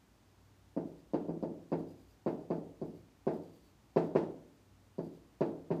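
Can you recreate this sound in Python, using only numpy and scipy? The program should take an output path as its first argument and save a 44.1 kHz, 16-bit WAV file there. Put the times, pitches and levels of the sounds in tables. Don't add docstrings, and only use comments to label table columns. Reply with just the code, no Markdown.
import sys
import numpy as np
from scipy import signal
from scipy.fft import rfft, irfft, next_fast_len
from scipy.io import wavfile

SR = 44100
rng = np.random.default_rng(int(sys.argv[2]) if len(sys.argv) > 2 else 0)


def generate_wav(sig):
    pcm = np.round(np.clip(np.atleast_2d(sig).T, -1, 1) * 32767).astype(np.int16)
    wavfile.write(sys.argv[1], SR, pcm)


N = 255780
SIZE = 49152
HZ = np.fft.rfftfreq(SIZE, 1 / SR)
AGE = np.arange(SIZE) / SR
BARREL_HZ = 4760

# frequency in Hz, relative level in dB.
FAN_COLOUR = [(20, -26), (33, -33), (45, -9.5), (58, 4.5), (80, -13), (115, -2.5), (145, -9), (195, -7),
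              (300, -10), (500, -18), (850, -17.5), (1600, -24.5), (4000, -29.5), (6500, -31),
              (10400, -37.5), (12000, -37), (15300, -39.5)]
# start in seconds, knock gain in dB, brightness in dB per octave, click gain in dB.
TOUCHES = [(0.7643, -29, -3.5, -86), (1.1345, -25.5, -0.5, -70.5), (1.2838, -30, -5.5, -86),
           (1.4258, -26.5, -6, -73), (1.718, -26, -.5, -72.5), (2.2615, -24.5, -0.5, -76),
           (2.5024, -26, -1.5, -74), (2.8146, -31, -7, -80), (3.2674, -24, -0.5, -77),
           (3.9612, -21.5, 2, -67.5), (4.1509, -21.5, 2, -72), (4.9823, -31.5, -3.5, -75),
           (5.4073, -23, 0.1, -65.5), (5.7041, -26, 0.1, -86)]
# frequency in Hz, relative level in dB.
PUSH_COLOUR = [(40.0, -66.5), (105.0, -22), (160.0, 1), (270.0, 4), (390.0, -2.5), (650.0, -6.5),
               (800.0, -20.5), (1020.0, -16.5), (1300.0, -42), (2000.0, -48.5), (3200.0, -64),
               (8000.0, -74)]
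# delay at time zero in ms, drift in ms per second, signed gain.
FRAME_RETURNS = [(5.04, .37, -0.78), (5.52, -0.061, 0.98), (8.27, 0.11, -1.4), (9.42, -0.36, 0.73),
                 (13.19, -0.069, 0.84), (16.79, -0.385, 0.47)]
# frequency in Hz, relative level in dB.
RATTLE_COLOUR = [(500, 1.5), (1000, 6.5), (1300, 6.5), (1700, 2.5), (2100, -3), (2600, -3), (3200, -17),
                 (4800, -16), (7000, -31), (9500, -37), (11500, -57), (15000, -59)]
# frequency in Hz, relative level in dB, 60 dB decay in seconds.
RING_MODES = [(95.5, -37, 3.4), (165, -7.5, 0.57), (236.8, -13.5, 0.25), (265.5, -10.5, 0.66),
              (289.2, -14, 0.73), (334, -4, 0.44), (364.5, -7, 0.47), (420, -19.5, 0.32), (445, -5.5, 0.41),
              (520.8, -11.5, 0.19), (548, -16.5, 0.48), (587, -24, 0.78), (625, -16.5, 0.48),
              (653.3, -4, 0.15), (763, -18, 0.26), (861, -9.5, 0.18), (907, -20, 0.37), (966, -34, .38),
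              (1015, -28, 0.39), (1555, -26, 0.18), (1830, -39, 0.2)]
# frequency in Hz, relative level in dB.
TAIL_COLOUR = [(50, -26.5), (115, -9.5), (160, -6), (220, -4.5), (330, 1.5), (480, -2.5), (650, -5),
               (780, -9), (1020, -15.5), (1200, -22.5), (1800, -26.5), (2600, -35), (3300, -36.5),
               (8500, -52.5), (12000, -64)]
# frequency in Hz, 60 dB decay in seconds.
TAIL_DECAY = [(100, 0.76), (280, 0.76), (600, 0.56), (1000, 0.48), (2000, 0.37), (8000, 0.42)]
# frequency in Hz, gain in dB.
ECHO_COLOUR = [(100, -10), (200, -1.5), (330, -8), (480, -10.5), (700, -37.5), (1500, -1.5)]
# delay in seconds, gain in dB.
WALL_ECHOES = [(.042, -9), (.054, -21), (.079, -4)]
# frequency in Hz, relative level in dB.
NIB_COLOUR = [(1500, -6.5), (2400, 0), (3300, -1), (4200, 4), (5100, -6), (6200, -2.5), (10000, -31),
              (14000, -32)]
# start in seconds, length in seconds, gain in dB.
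LETTER_SLIDES = [(.84, .2, -83), (1.749, .4, -76.5), (2.27, .2, -82), (2.515, .2, -82.5),
                 (2.816, .2, -80.5), (3.3, .4, -75), (4.003, .1, -77), (4.14, .1, -84), (4.998, .2, -77.5),
                 (5.432, .1, -80), (5.721, .1, -78)]
# frequency in Hz, relative level in dB.
HISS_COLOUR = [(3000, -28), (7000, 3.5), (10400, 1), (12000, 5), (15000, 1.5)]


def amp(db):
    return 10 ** (np.asarray(db) / 20)


def unit(x):
    return x / np.sqrt(np.mean(x ** 2) + 1e-20)


def along(points, hz):
    freqs, values = np.transpose(points)
    return np.interp(np.log(hz + 1), np.log(freqs + 1), values)


def noise(colour, size):
    gains = amp(along(colour, np.fft.rfftfreq(size, 1 / SR)))
    return unit(irfft(rfft(rng.standard_normal(size)) * gains, size))


def causal_eq(db):
    cepstrum = irfft(np.log(amp(db)))
    cepstrum[1:SIZE // 2] *= 2
    cepstrum[SIZE // 2 + 1:] = 0
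    return np.exp(rfft(cepstrum))


def delay(seconds):
    return np.exp(-2j * np.pi * HZ * seconds)


def swell(rise_s, t60):
    return (1 - np.exp(-(AGE / rise_s) ** 2)) * amp(-60 * AGE / t60)


def add(track, start_s, sound):
    part = track[max(round(start_s * SR), 0):][:len(sound)]
    part += sound[:len(part)]


def fan_and_hum(fan_db=-66, hum_hz=96.5, crest_s=0.56, period_s=1.377):
    t = np.arange(N) / SR
    waver = 0.82 * noise([(1, -18), (4, 11), (12, -51), (50, -120)], N)
    hum = np.sqrt(2) * np.sin(2 * np.pi * hum_hz * t + waver)
    hum_db = -75.5 + 8.5 * np.cos(2 * np.pi * (t - crest_s) / period_s)
    return amp(fan_db) * noise(FAN_COLOUR, N) + amp(hum_db) * hum


def bending_wave(travel_s=0.0005):
    slowness = np.sqrt(1000 / (HZ + 1))
    wave = causal_eq(along(PUSH_COLOUR, HZ)) * delay(2 * travel_s * slowness)
    return wave / np.abs(irfft(wave)).max()


def frame_paths(time_s):
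    return 1 + sum(gain * delay((ms + drift * time_s) / 1000) for ms, drift, gain in FRAME_RETURNS)


def contact(time_s, db, brightness, tilt_hz=550, boom_hz=230, hollow_hz=700, hard_knock_db=-22.5):
    tilt = brightness * np.log2(1 + np.minimum(HZ / tilt_hz, 5) ** 2) / 2
    boom_db = -1.5 - 0.5 * (db - hard_knock_db)
    boom = boom_db / (1 + (HZ / boom_hz) ** 4)
    hollow_db = 2.5 - 0.35 * time_s
    hollow = hollow_db * np.exp(-(2 * np.log2((HZ + 1) / hollow_hz)) ** 2)
    return causal_eq(tilt + boom + hollow)


def mode_ring(spread_db=0.5):
    ring = np.zeros(SIZE)
    for hz, db, t60 in RING_MODES:
        envelope = amp(db + spread_db * rng.standard_normal() - 60 * AGE / t60)
        ring += envelope * np.sin(2 * np.pi * (hz * AGE + rng.random()))
    return ring


def room_tail():
    hz, t, bands = signal.stft(noise(TAIL_COLOUR, SIZE), SR, nperseg=512)
    decay = amp(-60 * t / along(TAIL_DECAY, hz)[:, None])
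    return signal.istft(bands * decay, SR, nperseg=512)[1][:SIZE]


def knocks(fresh_share=0.25):
    track, wave, shared_tail = np.zeros(N), bending_wave(), room_tail()
    slapback = causal_eq(along(ECHO_COLOUR, HZ)) * sum(amp(db) * delay(s) for s, db in WALL_ECHOES)
    bloom = 1 - np.exp(-(AGE / 0.016) ** 4)
    for start, db, brightness, _ in TOUCHES:
        push = wave * frame_paths(start) * (1 + slapback)
        tail = np.sqrt(1 - fresh_share) * shared_tail + np.sqrt(fresh_share) * room_tail()
        ring = bloom * (amp(-12) * tail + amp(-5) * mode_ring())
        rattle = amp(-14) * noise(RATTLE_COLOUR, SIZE) * swell(rise_s=0.012, t60=0.1)
        knock = irfft(contact(start, db, brightness) * (push + rfft(ring + rattle)))
        add(track, start, amp(db) * knock[:SR])
    return track


def barrel_ring(size, grip_spread, half_width_hz=110):
    pitch_hz = BARREL_HZ * (1 + grip_spread * rng.standard_normal())
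    detune = (np.fft.rfftfreq(size, 1 / SR) - pitch_hz) / half_width_hz
    return unit(irfft(rfft(rng.standard_normal(size)) / (1 + detune ** 2), size))


def nib_clicks():
    track = np.zeros(N)
    usual_db = np.mean([db for *_, db in TOUCHES])
    for start, _, _, db in TOUCHES:
        tick = amp(db + 3) * swell(rise_s=0.00025, t60=0.16) * noise(NIB_COLOUR, SIZE)
        ping_db = usual_db + 0.66 * (db - usual_db) + 4
        ping = amp(ping_db) * swell(rise_s=0.00054, t60=0.16) * barrel_ring(SIZE, grip_spread=0.011)
        add(track, start, tick + ping)
    return track


def nib_slides(stroke_s=0.103, fast_s=0.084, ease_db_per_s=-6):
    track, size = np.zeros(N), SIZE // 4
    t = (np.arange(size) - size / 2) / SR
    speed = np.exp(-(2 * t / fast_s) ** 2)
    for start, length, db in LETTER_SLIDES:
        for middle in np.arange(stroke_s / 2, length, stroke_s):
            grain = unit(amp(2 * noise([(20, 2), (200, -5), (600, -47)], size)))
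            squeak = amp(-4) * barrel_ring(size, grip_spread=0.022)
            rasp = amp(-3) * noise(NIB_COLOUR, size)
            hiss = amp(-2) * noise(HISS_COLOUR, size)
            pressure = amp(db + ease_db_per_s * middle)
            add(track, start + middle + t[0], pressure * speed * grain * (squeak + rasp + hiss))
    return track


def scene():
    return (knocks() + nib_clicks() + nib_slides() + fan_and_hum())[None]


def record(dry):
    size, top_hz = next_fast_len(N + SIZE), 15500
    passband = np.fft.rfftfreq(size, 1 / SR) < top_hz
    return irfft(rfft(dry, size) * passband, size)[:, :N]


dry = scene()
out = record(dry)
generate_wav(out)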